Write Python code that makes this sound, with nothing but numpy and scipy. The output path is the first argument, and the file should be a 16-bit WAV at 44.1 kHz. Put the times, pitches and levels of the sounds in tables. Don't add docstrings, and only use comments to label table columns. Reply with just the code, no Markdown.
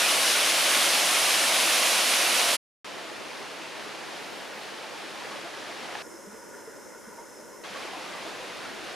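import sys
import numpy as np
from scipy import signal
from scipy.fft import rfft, irfft, next_fast_len
from scipy.io import wavfile
from scipy.ndimage import uniform_filter1d, map_coordinates

SR = 44100
rng = np.random.default_rng(int(sys.argv[2]) if len(sys.argv) > 2 else 0)


def transcribe(signal):
    frames = np.atleast_2d(signal).T
    limited = np.clip(frames, -1, 1)
    pcm = np.round(limited * 32767).astype(np.int16)
    wavfile.write(sys.argv[1], SR, pcm)


N = 394694

# pitch_hz, level_db (relative)
POOL_TONE = [(25, -54.5), (60, -46.5), (100, -25), (200, -12), (320, -4.3), (430, -6), (540, 1.7),
             (690, 2.7), (800, 0.5), (880, -0.4), (1100, -0.5), (1430, -29.5), (2400, -120)]
# pitch_hz, level_db (relative)
SPRAY_TONE = [(650, -39.5), (1100, -5), (1450, -3.5), (1800, -4), (2200, -1.3), (2900, 0.26), (4000, -2),
              (5850, -4), (7980, -8.5), (9740, -4.5), (12000, -12.5), (14000, -19), (15500, -25.5)]
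# time_s, level_db (over its usual level)
SPRAY_SURGES = [(0.05, 0.1), (.16, 0), (.33, 0.2), (.49, 0.5), (.65, 0.4), (.755, 1.5), (.88, -0.3),
                (.95, 0.6), (1.04, -.5), (1.17, 0.5), (1.36, .5), (1.5, -0.5), (1.61, 0.3), (1.79, 0.45),
                (2.17, -0.6), (2.28, -0.4), (2.37, .5), (2.46, -0.3)]
# pitch_hz, side_minus_mid_db
CAVE_WIDTH = [(60, 8.5), (99, 1.5), (160, 0), (270, -7), (450, -10), (740, -13.5), (1220, -9.5),
              (2010, -10.5), (3330, -12.5), (5500, -10.5), (9080, -12), (15000, -2)]
# start_s, starting_pitch_hz, peak_db
POOL_SLAPS = [(.042, 2430, -25), (.213, 3886, -31), (.348, 1421, -26), (1.164, 2121, -26.5),
              (1.203, 1916, -32), (1.271, 1162, -29), (1.338, 2830, -25), (1.437, 1760, -29),
              (1.630, 2400, -28.5), (1.821, 4231, -31.5)]
# pitch_hz, level_db (relative)
STREAM_TONE = [(25, -41), (65, -28), (123, -14), (200, -6.5), (315, -3), (520, -0.5), (900, -1.5),
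               (1440, -4), (2800, -6), (4900, -11), (6800, -16.5), (8100, -21), (9900, -20.5), (12500, -30),
               (15500, -37.5)]
# pitch_hz, side_minus_mid_db
CREEK_WIDTH = [(60, 7), (110, 4), (200, 2), (380, -4.5), (700, -7.5), (1290, -8.5), (2380, -10),
               (4400, -10), (8120, -8.5), (15000, -2)]
# time_s, level_db
STREAM_FLOW = [(2.85, -39.5), (4.2, -39.0), (4.7, -39.5), (5.5, -39), (6.1, -38.5), (7.3, -39.5),
               (7.8, -39), (8.9, -39.5)]
# start_s, length_s, centre_pitch_hz, spread_octaves, level_db
WAVE_FOLDS = [(3.55, .16, 2700, .08, -52), (5.859, .1, 1520, 0.66, -48), (6.524, 0.074, 1740, 0.15, -45.5),
              (6.628, .15, 1710, 0.086, -50), (6.69, .08, 400, 0.18, -52), (6.788, 0.065, 960, .08, -54),
              (6.914, .06, 1420, .04, -50), (7.169, 0.052, 930, 0.195, -46), (7.76, 0.14, 2220, 0.14, -51),
              (7.924, 0.036, 876, 0.28, -41.5), (8.032, .16, 1096, 0.2, -57),
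              (8.192, 0.083, 626, 0.19, -51), (8.35, 0.18, 515, 0.077, -50.5),
              (8.578, .12, 1580, 0.23, -48)]
# pitch_hz, level_db (relative)
HISS_TONE = [(4000, -51.5), (9000, -9.5), (12000, 1.5), (15500, -8.0)]
# start_s, starting_pitch_hz, peak_db, fall_by_60_db_s
AIR_POCKETS = [(4.521, 1404, -41, .07), (4.837, 860, -41, .07), (4.948, 890, -39, .06),
               (5.210, 970, -38, .06), (5.212, 1100, -42, .06), (5.245, 485, -40, .06),
               (5.308, 1085, -41, .11), (5.352, 552, -39, .08), (5.362, 1140, -41, .07),
               (5.433, 330, -40, 0.096), (5.450, 670, -40, .06), (5.690, 650, -36, 0.054),
               (5.885, 684, -39, .08), (6.042, 1390, -42, .09), (6.136, 325, -36.5, 0.093),
               (6.266, 402, -38, .06), (6.269, 193, -39, 0.14), (6.325, 225, -42, .07),
               (6.485, 590, -38, .05), (6.537, 1435, -40, .08), (6.670, 434, -35, .09),
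               (6.773, 560, -37, .05), (6.789, 345, -44, .06), (7.073, 212, -38, 0.045),
               (7.076, 450, -38, .05), (7.178, 640, -37, .06), (7.180, 903, -34, 0.093),
               (7.188, 2080, -40, .05), (7.530, 1020, -38, .08), (7.702, 192, -46, 0.087),
               (7.755, 1112, -36.5, .06), (7.844, 344, -41, 0.055), (7.929, 703, -39, .06),
               (7.934, 982, -36, 0.076), (7.966, 298, -42, .09), (7.967, 876, -43, .06),
               (8.046, 1150, -42, .06), (8.138, 1150, -41, .07), (8.245, 644, -41, .13),
               (8.395, 490, -40, .12), (8.424, 516, -44, .13), (8.654, 1435, -43, .07)]
# pitch_hz, level_db (relative), fall_by_60_db_s
KNOCK_RINGS = [(840, -6, 0.022), (1100, -12, .01), (1690, -4, .016), (2600, -9, .006)]
# pitch_hz, gain_db
KNOCK_TONE = [(120, -40), (700, -1), (2000, -1), (7000, -14), (12000, -34.5)]
# pitch_hz, level_db (relative)
RUMBLE_TONE = [(20, -2), (55, -2), (120, -2.0), (400, -60), (1000, -120)]
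# pitch_hz, gain_db
HOLLOW_SCOOP = [(90, -1), (150, -7.5), (210, -3.5), (610, -3.5), (670, -13), (1270, -10.5), (1700, -10),
                (2100, -10.5), (2380, -19), (3000, -19), (3850, -20), (4300, -17.5), (4850, -19.5),
                (5060, -5), (5350, -3), (5630, -9), (5850, -3), (7500, -2), (14000, -2)]
# centre_pitch_hz, width_hz, added_gain_db
HOLLOW_RIDGES = [(954, 70, 7), (1450, 49, 7.6), (5260, 93, 2.5), (12900, 500, 3.5)]

FALL_END, CREEK_START, KNOCK_START = 2.569, 2.845, 5.9535
HOLLOW_START, HOLLOW_END = 6.023, 7.64
TOP_HZ = 15550
POOL_DB, SPRAY_DB = -33, -23.5
FLUTTER_DB = 0.43


def amp(db):
    return 10 ** (np.asarray(db) / 20)


def unit(x):
    return x / np.sqrt(np.mean(x ** 2) + 1e-20)


def along(points, hz):
    f, v = np.transpose(points)
    return np.interp(np.log(hz + 1), np.log(f + 1), v)


def over_time(points):
    return np.interp(np.arange(N) / SR, *np.transpose(points))


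def ramp(start, length):
    return np.clip((np.arange(N) / SR - start) / length, 0, 1)


def wobble(rate):
    points = rng.standard_normal(int(N * rate / SR) + 4)
    return map_coordinates(points, [np.arange(N) * rate / SR])


def filtered(x, response):
    m = next_fast_len(N + 8192)
    return irfft(rfft(x, m) * response(np.fft.rfftfreq(m, 1 / SR)), m)[..., :N]


def churn(patchy_db):
    bands = signal.stft(rng.standard_normal((2, N)), nperseg=512)[2]
    patches = rng.standard_normal(bands.shape[1:])
    patches = uniform_filter1d(patches, size=5, axis=0)
    patches = uniform_filter1d(patches, size=10, axis=1)
    depth = patchy_db / (1 + np.arange(len(patches)) / len(patches) * 2)
    gain = amp(depth[:, None] * unit(patches))
    return unit(signal.istft(bands * gain, nperseg=512)[1][:, :N])


def bubbles(count, low_hz, high_hz, cycles, spread_db):
    when, bore, size, place, life = rng.random((count, 5)).T[..., None]
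    hz = low_hz * (high_hz / low_hz) ** bore
    step = np.arange(int(np.clip(2 * cycles * SR / low_hz, 16, 4e6 / count)))
    turns = hz * step / SR
    age = turns / (cycles * (.5 + life))
    tone = np.sin(2 * np.pi * turns * (1 + 0.034 * np.minimum(age, 2)))
    ring = tone * np.exp(-3 * age) * (1 - np.exp(-turns))
    ring *= amp(-spread_db * np.log(np.maximum(size, .01)))
    at = ((when * N).astype(int) + step).ravel()
    mid = np.bincount(at, ring.ravel(), N)[:N]
    side = np.bincount(at, (ring * (place - .5)).ravel(), N)[:N]
    return np.array([unit(mid), unit(side)])


def stereo(pair, spectrum, width):
    def response(hz):
        return amp(along(spectrum, hz)) * np.array([np.ones_like(hz), amp(along(width, hz))])
    mid, side = filtered(pair, response)
    return np.array([mid + side, mid - side]) / np.std(mid)


def waterfall():
    surge_db = over_time(SPRAY_SURGES) + 0.49 * wobble(22.03)
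    pool = churn(patchy_db=0.13)
    pool += amp(-22.5) * bubbles(count=2500, low_hz=203.5, high_hz=1103, cycles=10, spread_db=1.5)
    spray = churn(patchy_db=0.97)
    spray += amp(-13.5) * bubbles(count=20000, low_hz=1170, high_hz=11700, cycles=2.35, spread_db=-0.5)
    clumps = amp(-19.0) * bubbles(count=1500, low_hz=990, high_hz=4130, cycles=10.3, spread_db=1)
    low = amp(POOL_DB + 0.13 * wobble(8.8)) * stereo(pool, POOL_TONE, CAVE_WIDTH)
    high = amp(SPRAY_DB + surge_db) * stereo(spray + clumps, SPRAY_TONE, CAVE_WIDTH)
    drift = np.array([[-1], [1]]) * ramp(0, FALL_END)
    return low * amp(0.87 * drift) + high * amp(.6 * drift)


def slaps(life=.05, attack=.003, rise=.6):
    out, t = np.zeros(N + SR), np.arange(SR // 8) / SR
    shape = (1 - np.exp(-t / attack)) ** 2 * amp(-60 * t / life)
    for start, hz, db in POOL_SLAPS:
        tone = np.sin(2 * np.pi * (hz * t * (1 + rise * t) + rng.random()))
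        out[round(start * SR):][:len(t)] += amp(db) * shape / shape.max() * tone
    return out[:N]


def stream():
    flow_db = over_time(STREAM_FLOW) + FLUTTER_DB * wobble(11)
    rush = churn(patchy_db=0.6)
    gurgle = amp(-21.5) * bubbles(count=2200, low_hz=301.0, high_hz=2430, cycles=10.4, spread_db=2.5)
    splash = amp(-17.0) * bubbles(count=7000, low_hz=1494, high_hz=11100, cycles=3.9, spread_db=2.5)
    return amp(flow_db) * stereo(rush + gurgle + splash, STREAM_TONE, CREEK_WIDTH)


def sloshes(cycles=42, count=40):
    out, t = np.zeros(N + SR), np.arange(SR // 2) / SR
    for start, length, centre_hz, octaves, db in WAVE_FOLDS:
        born = length * rng.beta(2, 2, size=(count, 1))
        hz = centre_hz * 2 ** (octaves * rng.standard_normal((count, 1)))
        turns = hz * np.maximum(t - born, 0)
        fade = amp(-60 * turns / cycles) * (1 - np.exp(-turns)) ** 3
        cloud = (np.sin(2 * np.pi * turns) * fade).sum(axis=0)
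        strength = np.sqrt(np.sum(cloud ** 2) / (length * SR))
        out[round(start * SR):][:len(t)] += amp(db) * cloud / strength
    return out[:N]


def high_hiss(db=-67):
    hiss = stereo(rng.standard_normal((2, N)), HISS_TONE, [(10000, -4.0)])
    first = ramp(4.0, .2) - ramp(4.62, .15)
    second = ramp(HOLLOW_START, .02) - ramp(HOLLOW_END, .02)
    return amp(db) * hiss * (first + amp(-3) * second)


def gulps(attack=0.004, rise=0.93):
    out, t = np.zeros(N + SR), np.arange(SR // 5) / SR
    for start, hz, db, life in AIR_POCKETS:
        shape = (1 - np.exp(-t / attack)) ** 2 * amp(-60 * t / life)
        ring = shape * np.sin(2 * np.pi * (hz * t * (1 + rise * t) + rng.random()))
        out[round(start * SR):][:len(t)] += amp(db) * ring / shape.max()
    return out[:N]


def knock(db=-21):
    t = np.maximum(np.arange(N) / SR - KNOCK_START, 0)
    ring = sum(amp(level - 60 * t / life) * np.sin(2 * np.pi * hz * t) for hz, level, life in KNOCK_RINGS)
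    crack = amp(-4 - 60 * t / 0.005) * rng.standard_normal(N) * (t > 0)
    return amp(db) * filtered(ring + crack, lambda hz: amp(along(KNOCK_TONE, hz)))


def rumble():
    air = stereo(rng.standard_normal((2, N)), RUMBLE_TONE, [(50, -8)])
    return amp(-76 + 3 * ramp(8.1, .3) + 2 * wobble(6.1)) * air


def hollow(hz):
    ridges_db = sum(db * np.exp(-.5 * ((hz - centre) / width) ** 2) for centre, width, db in HOLLOW_RIDGES)
    return amp(along(HOLLOW_SCOOP, hz) + ridges_db)


def scene():
    cave = (waterfall() + slaps()) * (1 - ramp(FALL_END - .018, .018))
    creek = stream() + sloshes() + high_hiss() + gulps() + knock()
    return cave + creek * ramp(CREEK_START, .001) + rumble() * ramp(HOLLOW_START, .005)


def record(dry):
    hollow_mix = ramp(HOLLOW_START, .002) - ramp(HOLLOW_END - .005, .004)
    mixed = dry * (1 - hollow_mix) + filtered(dry, hollow) * hollow_mix
    return filtered(mixed, lambda hz: 1 / (1 + (hz / TOP_HZ) ** 200))


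dry = scene()
out = record(dry)
transcribe(out)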